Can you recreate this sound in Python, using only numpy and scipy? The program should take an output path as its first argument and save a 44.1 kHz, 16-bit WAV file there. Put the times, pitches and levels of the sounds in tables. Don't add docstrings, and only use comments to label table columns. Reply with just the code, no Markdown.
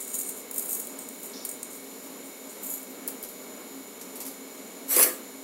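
import sys
import numpy as np
from scipy import signal
from scipy.fft import rfft, irfft, next_fast_len
from scipy.io import wavfile
from scipy.ndimage import uniform_filter1d, map_coordinates

SR = 44100
rng = np.random.default_rng(int(sys.argv[2]) if len(sys.argv) > 2 else 0)


def transcribe(u):
    v = np.clip(np.atleast_2d(u).T, -1, 1)
    q = np.round(v * 32767).astype(np.int16)
    wavfile.write(sys.argv[1], SR, q)


N = 239581


def amp(db):
    return 10 ** (np.asarray(db) / 20)


def unit(x):
    return x / np.sqrt(np.mean(x ** 2) + 1e-20)


def along(points, hz):
    point_hz, values = np.transpose(points)
    return np.interp(np.log(hz + 1), np.log(point_hz + 1), values)


def wobble(rate):
    knots = rng.standard_normal(int(N * rate / SR) + 4)
    return map_coordinates(knots, [np.arange(N) * rate / SR])


def coloured(x, spectrum):
    size = 2 * next_fast_len(N // 2 + SR // 4)
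    gain = unit(amp(along(spectrum, np.fft.rfftfreq(size, 1 / SR))))
    cepstrum = irfft(np.log(gain))
    cepstrum[1:size // 2] *= 2
    cepstrum[size // 2 + 1:] = 0
    response = np.exp(rfft(cepstrum))
    return irfft(rfft(x, size) * response)[:N]


def resonate(x, modes):
    size = 2 * next_fast_len(N // 2 + SR // 4)
    f = np.fft.rfftfreq(size, 1 / SR)
    response = 0
    for hz, width, db in modes:
        peak = (1j * f * width / (hz * hz - f * f + 1j * f * width)) ** 2
        response = response + amp(db) * peak / np.sqrt(np.mean(np.abs(peak) ** 2))
    return irfft(rfft(x, size) * response)[:N]


def noise():
    return rng.standard_normal(N)


def brightened(x, db):
    treble = signal.sosfiltfilt(signal.butter(3, 10000, "high", fs=SR, output="sos"), x)
    return x + (amp(db) - 1) * treble


def patchy(x, depth_db):
    bands = signal.stft(x, nperseg=512)[2]
    field = uniform_filter1d(rng.standard_normal(bands.shape), size=4, axis=0)
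    field = uniform_filter1d(field, size=8, axis=1)
    return unit(signal.istft(bands * amp(depth_db * unit(field)), nperseg=512)[1][:N])


def friction(rough_db, slip_rate, patchy_db):
    grain = patchy(noise(), patchy_db)
    slips_db = rough_db * np.minimum(wobble(slip_rate), 2)
    return unit(grain * amp(slips_db))


def crackle(rate, t60):
    catches = (rng.random(N) < rate / SR) * rng.uniform(.1, 1, N) ** 2
    energy = signal.lfilter([1], [1, -amp(-120 / (t60 * SR))], catches)
    return unit(np.sqrt(energy) * noise())


def push(start, length, attack, grows_db, fade_db_per_s):
    t = np.arange(N) / SR - start
    held_db = grows_db * (np.clip(t / length, 0, 1) - 1)
    onset = np.clip(t / attack, 0, 1)
    return onset * amp(held_db - fade_db_per_s * np.maximum(t - length, 0))


def burst(t60):
    t = np.arange(SR // 4) / SR
    return rng.standard_normal(len(t)) * amp(-60 * t / max(t60, .002))


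def add(track, s, sound):
    part = track[round(s * SR):][:len(sound)]
    part += sound[:len(part)]


def burner():
    # hz, relative_db
    roar_colour = [(25, -72), (50, -54), (70, -37), (100, -23.5), (155, -21), (190, -5), (265, 2),
                   (320, -6), (440, -1), (720, -10.5), (1100, -12.5), (1700, -17.5), (3000, -21.5),
                   (6000, -34.5)]
    # hz, relative_db
    hiss_colour = [(1000, -22.5), (3000, -8.5), (5000, -6.5), (6300, -4.5), (8000, -5.5), (10000, -4),
                   (11000, 0.5), (12200, -0.5), (13200, -4), (15700, -7.5)]
    # hz, width_hz, rms_db
    burner_modes = [(268.5, 13, -54), (613.4, 15, -61.5), (2225, 150, -68), (6850, 59, -60),
                    (7030, 210, -53), (8780, 140, -72)]
    roar = amp(-46.0 + 1.15 * wobble(6.07)) * coloured(noise(), roar_colour)
    hiss = amp(-48.0 + 0.59 * wobble(5.04)) * coloured(noise(), hiss_colour)
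    treble_drift_db = 0.3 * wobble(1.65)
    return roar + brightened(hiss, treble_drift_db) + resonate(noise(), burner_modes)


def whines():
    # pitch_hz, mean_level_db (rms)
    whine_tones = [(100, -85), (398, -60), (2079, -68.5), (2175, -71), (2222, -62), (2267, -69),
                   (2982, -78), (3735, -65.5), (4016, -68.5), (4113, -71.5), (4160, -66), (4253, -76)]
    total = np.zeros(N)
    for hz, db in whine_tones:
        phase = 2 * np.pi * np.cumsum(hz * (1 + 0.000586 * wobble(12))) / SR
        total += np.sqrt(2) * amp(db + 1.1 * wobble(3.93)) * np.sin(phase)
    return total


def rubbing():
    # start_s, length_s, level_db, brightness_db
    light_strokes = [(-0.005, .025, -32.5, -4.5), (0.063, 0.1, -37, -3), (.13, 0.088, -31.5, -2),
                     (0.217, .09, -36.5, -4.5), (0.35, 0.037, -39.5, -2), (.525, .145, -37.5, 3.5),
                     (.67, 0.082, -33, 2), (0.77, 0.07, -38.5, 0), (.885, .025, -43, -6),
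                     (0.985, 0.038, -41, -4), (1.063, 0.19, -52, 3), (1.22, 0.024, -38, 1.5),
                     (1.272, 0.015, -40, -9), (1.47, 0.074, -45, -1), (1.692, .08, -45.5, -3),
                     (2.02, .05, -51, 2), (2.228, .09, -51, 3), (2.477, 0.034, -46, -7)]
    attack_s, grows_db, fade_db_per_s = 0.016, 1, 280
    slips = friction(rough_db=0.0, slip_rate=340, patchy_db=5.0)
    skin = slips + amp(-0.5) * crackle(rate=140, t60=0.021)
    pressures = np.array([amp(db) * push(s, length, attack_s, grows_db, fade_db_per_s)
                          for s, length, db, _ in light_strokes])
    strongest = pressures.argmax(axis=0)
    bright_db = np.array([treble_db for *_, treble_db in light_strokes])[strongest]
    return brightened(pressures.max(axis=0) * skin, uniform_filter1d(bright_db, size=512))


def firm_stroke():
    # start_s, length_s, level_db
    firm_strokes = [(2.605, .135, -34.5), (2.88, 0.028, -48)]
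    attack_s, grows_db, fade_db_per_s = 0.025, 5, 230
    pressure = sum(amp(db) * push(s, length, attack_s, grows_db, fade_db_per_s)
                   for s, length, db in firm_strokes)
    return pressure * friction(rough_db=3.5, slip_rate=370, patchy_db=1.0)


def fingers():
    # hz, relative_db
    rub_colour = [(2000, -30), (5000, -23.5), (6300, -17.5), (6850, -1.5), (7900, -6.5), (8850, 1),
                  (9500, -9), (10200, -2.5), (11200, -6.5), (12200, -1.5), (13400, -6.5), (14500, -12),
                  (15700, -2)]
    # hz, width_hz, relative_db
    case_modes = [(6940, 130, -10), (7280, 89, -9.5), (8520, 180, -7), (10270, 79, -6.5),
                  (11500, 220, -7.5), (12260, 340, -3), (14660, 200, -4)]
    # start_s, level_db, body_db (relative to the tick), t60_s, brightness_db
    tick_events = [(0.1405, -20, -27, 0.037, -9), (0.153, -22, -29, 0.037, -9),
                   (0.188, -23.5, -27, 0.027, 2), (0.2115, -23, -27, .027, -6),
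                   (0.2915, -22, -27, 0.033, 0), (0.512, -22, -24, 0.019, 0), (0.5606, -27, -27, 0.037, 2),
                   (0.581, -19.5, -27, 0.032, 4), (0.5947, -22, -13, 0.024, 2), (0.73, -21, -27, .03, 2),
                   (0.7992, -20.5, -27, 0.033, -6), (0.871, -28, -25, .025, 2),
                   (0.989, -24, -30, 0.027, -5), (1.088, -26, -25, .018, -2), (1.45, -24, -8, 0.039, 2),
                   (1.4908, -21.5, -32, 0.037, -6), (1.5132, -28, -25, .03, -1),
                   (1.63, -17, -26, 0.017, -10), (1.732, -28, -28, .02, -5),
                   (2.83, -42.5, -23, 0.022, 13.5), (3.077, -29, -9, 0.034, 12), (3.102, -43, -20, .13, 6),
                   (3.2281, -34, -24, .02, 12)]
    # start_s, level_db, t60_s, brightness_db
    tap_events = [(3.083, -27.5, 0.038, -2), (3.237, -33.5, 0.042, 4), (3.247, -36.5, 0.041, -5),
                  (3.288, -46.5, 0.14, 9.5), (4.012, -35.5, .12, -5), (4.156, -40.5, 0.18, 4),
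                  (4.204, -30.5, 0.05, -2), (4.212, -35.5, 0.13, 1), (4.251, -37, .08, 2),
                  (4.264, -35, 0.22, 0)]
    # hz, relative_db
    tap_colour = [(60, -27), (300, 0), (1200, -5), (2700, -8.5), (5000, -1), (8500, 3.5), (12000, 7),
                  (15700, -2)]
    # start_s, level_db
    bump_events = [(0.512, -68), (1.46, -67), (1.63, -70), (3.066, -61), (3.222, -59)]
    ticks, taps, bumps = np.zeros((3, N))
    for s, db, body_db, t60, treble_db in tick_events:
        tick = amp(db) * burst(t60)
        add(ticks, s, brightened(tick, treble_db))
        add(taps, s, amp(body_db) * tick)
    for s, db, t60, treble_db in tap_events:
        add(taps, s, amp(db) * brightened(burst(t60), treble_db))
    for s, db in bump_events:
        add(bumps, s, amp(db) * burst(t60=0.13))
    stroke = firm_stroke()
    bright = coloured(rubbing() + ticks + amp(-2.5) * stroke, rub_colour)
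    singing = amp(-4) * resonate(stroke, case_modes)
    soft = coloured(bumps, [(30, 2), (90, -4), (250, -35), (1000, -70)])
    return bright + singing + coloured(taps, tap_colour) + soft


def sizzle():
    flow = push(start=1.33, length=0.15, attack=.008, grows_db=-8, fade_db_per_s=600)
    rasp = friction(rough_db=1.5, slip_rate=700, patchy_db=1.5)
    colour = [(2500, -30), (3700, -5.5), (4600, -5), (5600, 2), (6400, -8), (8000, -46)]
    return amp(-52.5) * flow * coloured(rasp, colour)


def knock(modes):
    t = np.arange(SR // 2) / SR
    ring = 0
    for hz, db, t60 in modes:
        level_db = db + rng.normal(0, 2.8)
        ring = ring + amp(level_db - 60 * t / t60) * np.sin(2 * np.pi * (hz * t + rng.random()))
    blow = amp(9.5 - 60 * t / 0.018) * np.sin(2 * np.pi * 430 * t)
    onset = 1 - np.exp(-t / 0.0008)
    return (ring + blow) * onset


def scrape():
    # hz, relative_db
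    grit_colour = [(1760, -53), (3000, -19), (3640, -17.5), (4510, -11.5), (4910, -15.5), (6000, -9.5),
                   (6520, -10), (7800, -4), (10200, -6), (11100, 2.5), (12800, -4.5), (15100, -3.5),
                   (15700, -11)]
    # hz, relative_db
    body_colour = [(40, -49), (150, -35), (300, -4), (650, 0), (950, -6.5), (1200, 1.5), (1450, -4.5),
                   (2100, -1), (2900, -3.5), (4000, -18), (7000, -27)]
    # hz, width_hz, relative_db
    squeal_modes = [(7680, 130, -23), (10350, 160, -19), (11600, 400, -18)]
    # start_s, crack_db, thud_db (before a common cut of 6.5 dB)
    knock_events = [(4.964, -16, -23), (4.991, -17, -24.5), (5.027, -13, -28.5), (5.035, -18, -34),
                    (5.061, -35, -24)]
    # hz, relative_db (varied at each knock), t60_s
    top_modes = [(307, -6, 0.13), (346.4, -2, 0.19), (371, -10, 0.28), (403, -6.5, 0.18), (427, -6, 0.24),
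                 (507, 2, 0.13), (633, -5, 0.11), (1217, -24, 0.27), (1673, -11.5, 0.39), (1805, -11, 0.27),
                 (2040, -12, 0.26)]
    start_s, length_s, attack_s = 4.874, 0.15, 0.04
    body_lag_s = 0.0054
    slide = push(start_s, length_s, attack_s, grows_db=9, fade_db_per_s=210)
    shake = push(start_s + body_lag_s, length_s, attack_s, grows_db=13.5, fade_db_per_s=200)
    grit = amp(-18) * slide * friction(rough_db=0.0, slip_rate=600, patchy_db=3.5)
    body = amp(-28.5) * shake * friction(rough_db=1, slip_rate=300, patchy_db=2.5)
    thuds = np.zeros(N)
    for s, crack_db, thud_db in knock_events:
        add(grit, s, amp(crack_db) * burst(t60=0.054))
        add(thuds, s, amp(thud_db - 6.5) * knock(top_modes))
    thuds = signal.sosfilt(signal.butter(4, 220, "high", fs=SR, output="sos"), thuds)
    return coloured(grit, grit_colour) + resonate(grit, squeal_modes) + coloured(body, body_colour) + thuds


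def kitchen(x):
    # hz, t60_s
    room_decay = [(200, 0.42), (2000, 0.31), (8000, 0.29), (15000, 0.27)]
    hz, t, bands = signal.stft(rng.standard_normal(SR // 2), SR, nperseg=256)
    decay = amp(-60 * t / along(room_decay, hz)[:, None])
    tail = signal.istft(bands * decay, SR, nperseg=256)[1]
    tail = np.pad(tail, (SR // 200, 0))
    return signal.fftconvolve(x, tail / np.linalg.norm(tail))[:N]


def scene():
    near, slide = fingers(), scrape()
    room = kitchen(amp(-7) * near + amp(-9.0) * slide)
    mono = burner() + whines() + sizzle() + near + slide + room
    return np.array([mono, mono])


def record(dry):
    size = 2 * next_fast_len(N // 2 + SR // 4)
    kept = np.fft.rfftfreq(size, 1 / SR) < 15750
    return irfft(rfft(dry, size) * kept)[:, :N]


dry = scene()
out = record(dry)
transcribe(out)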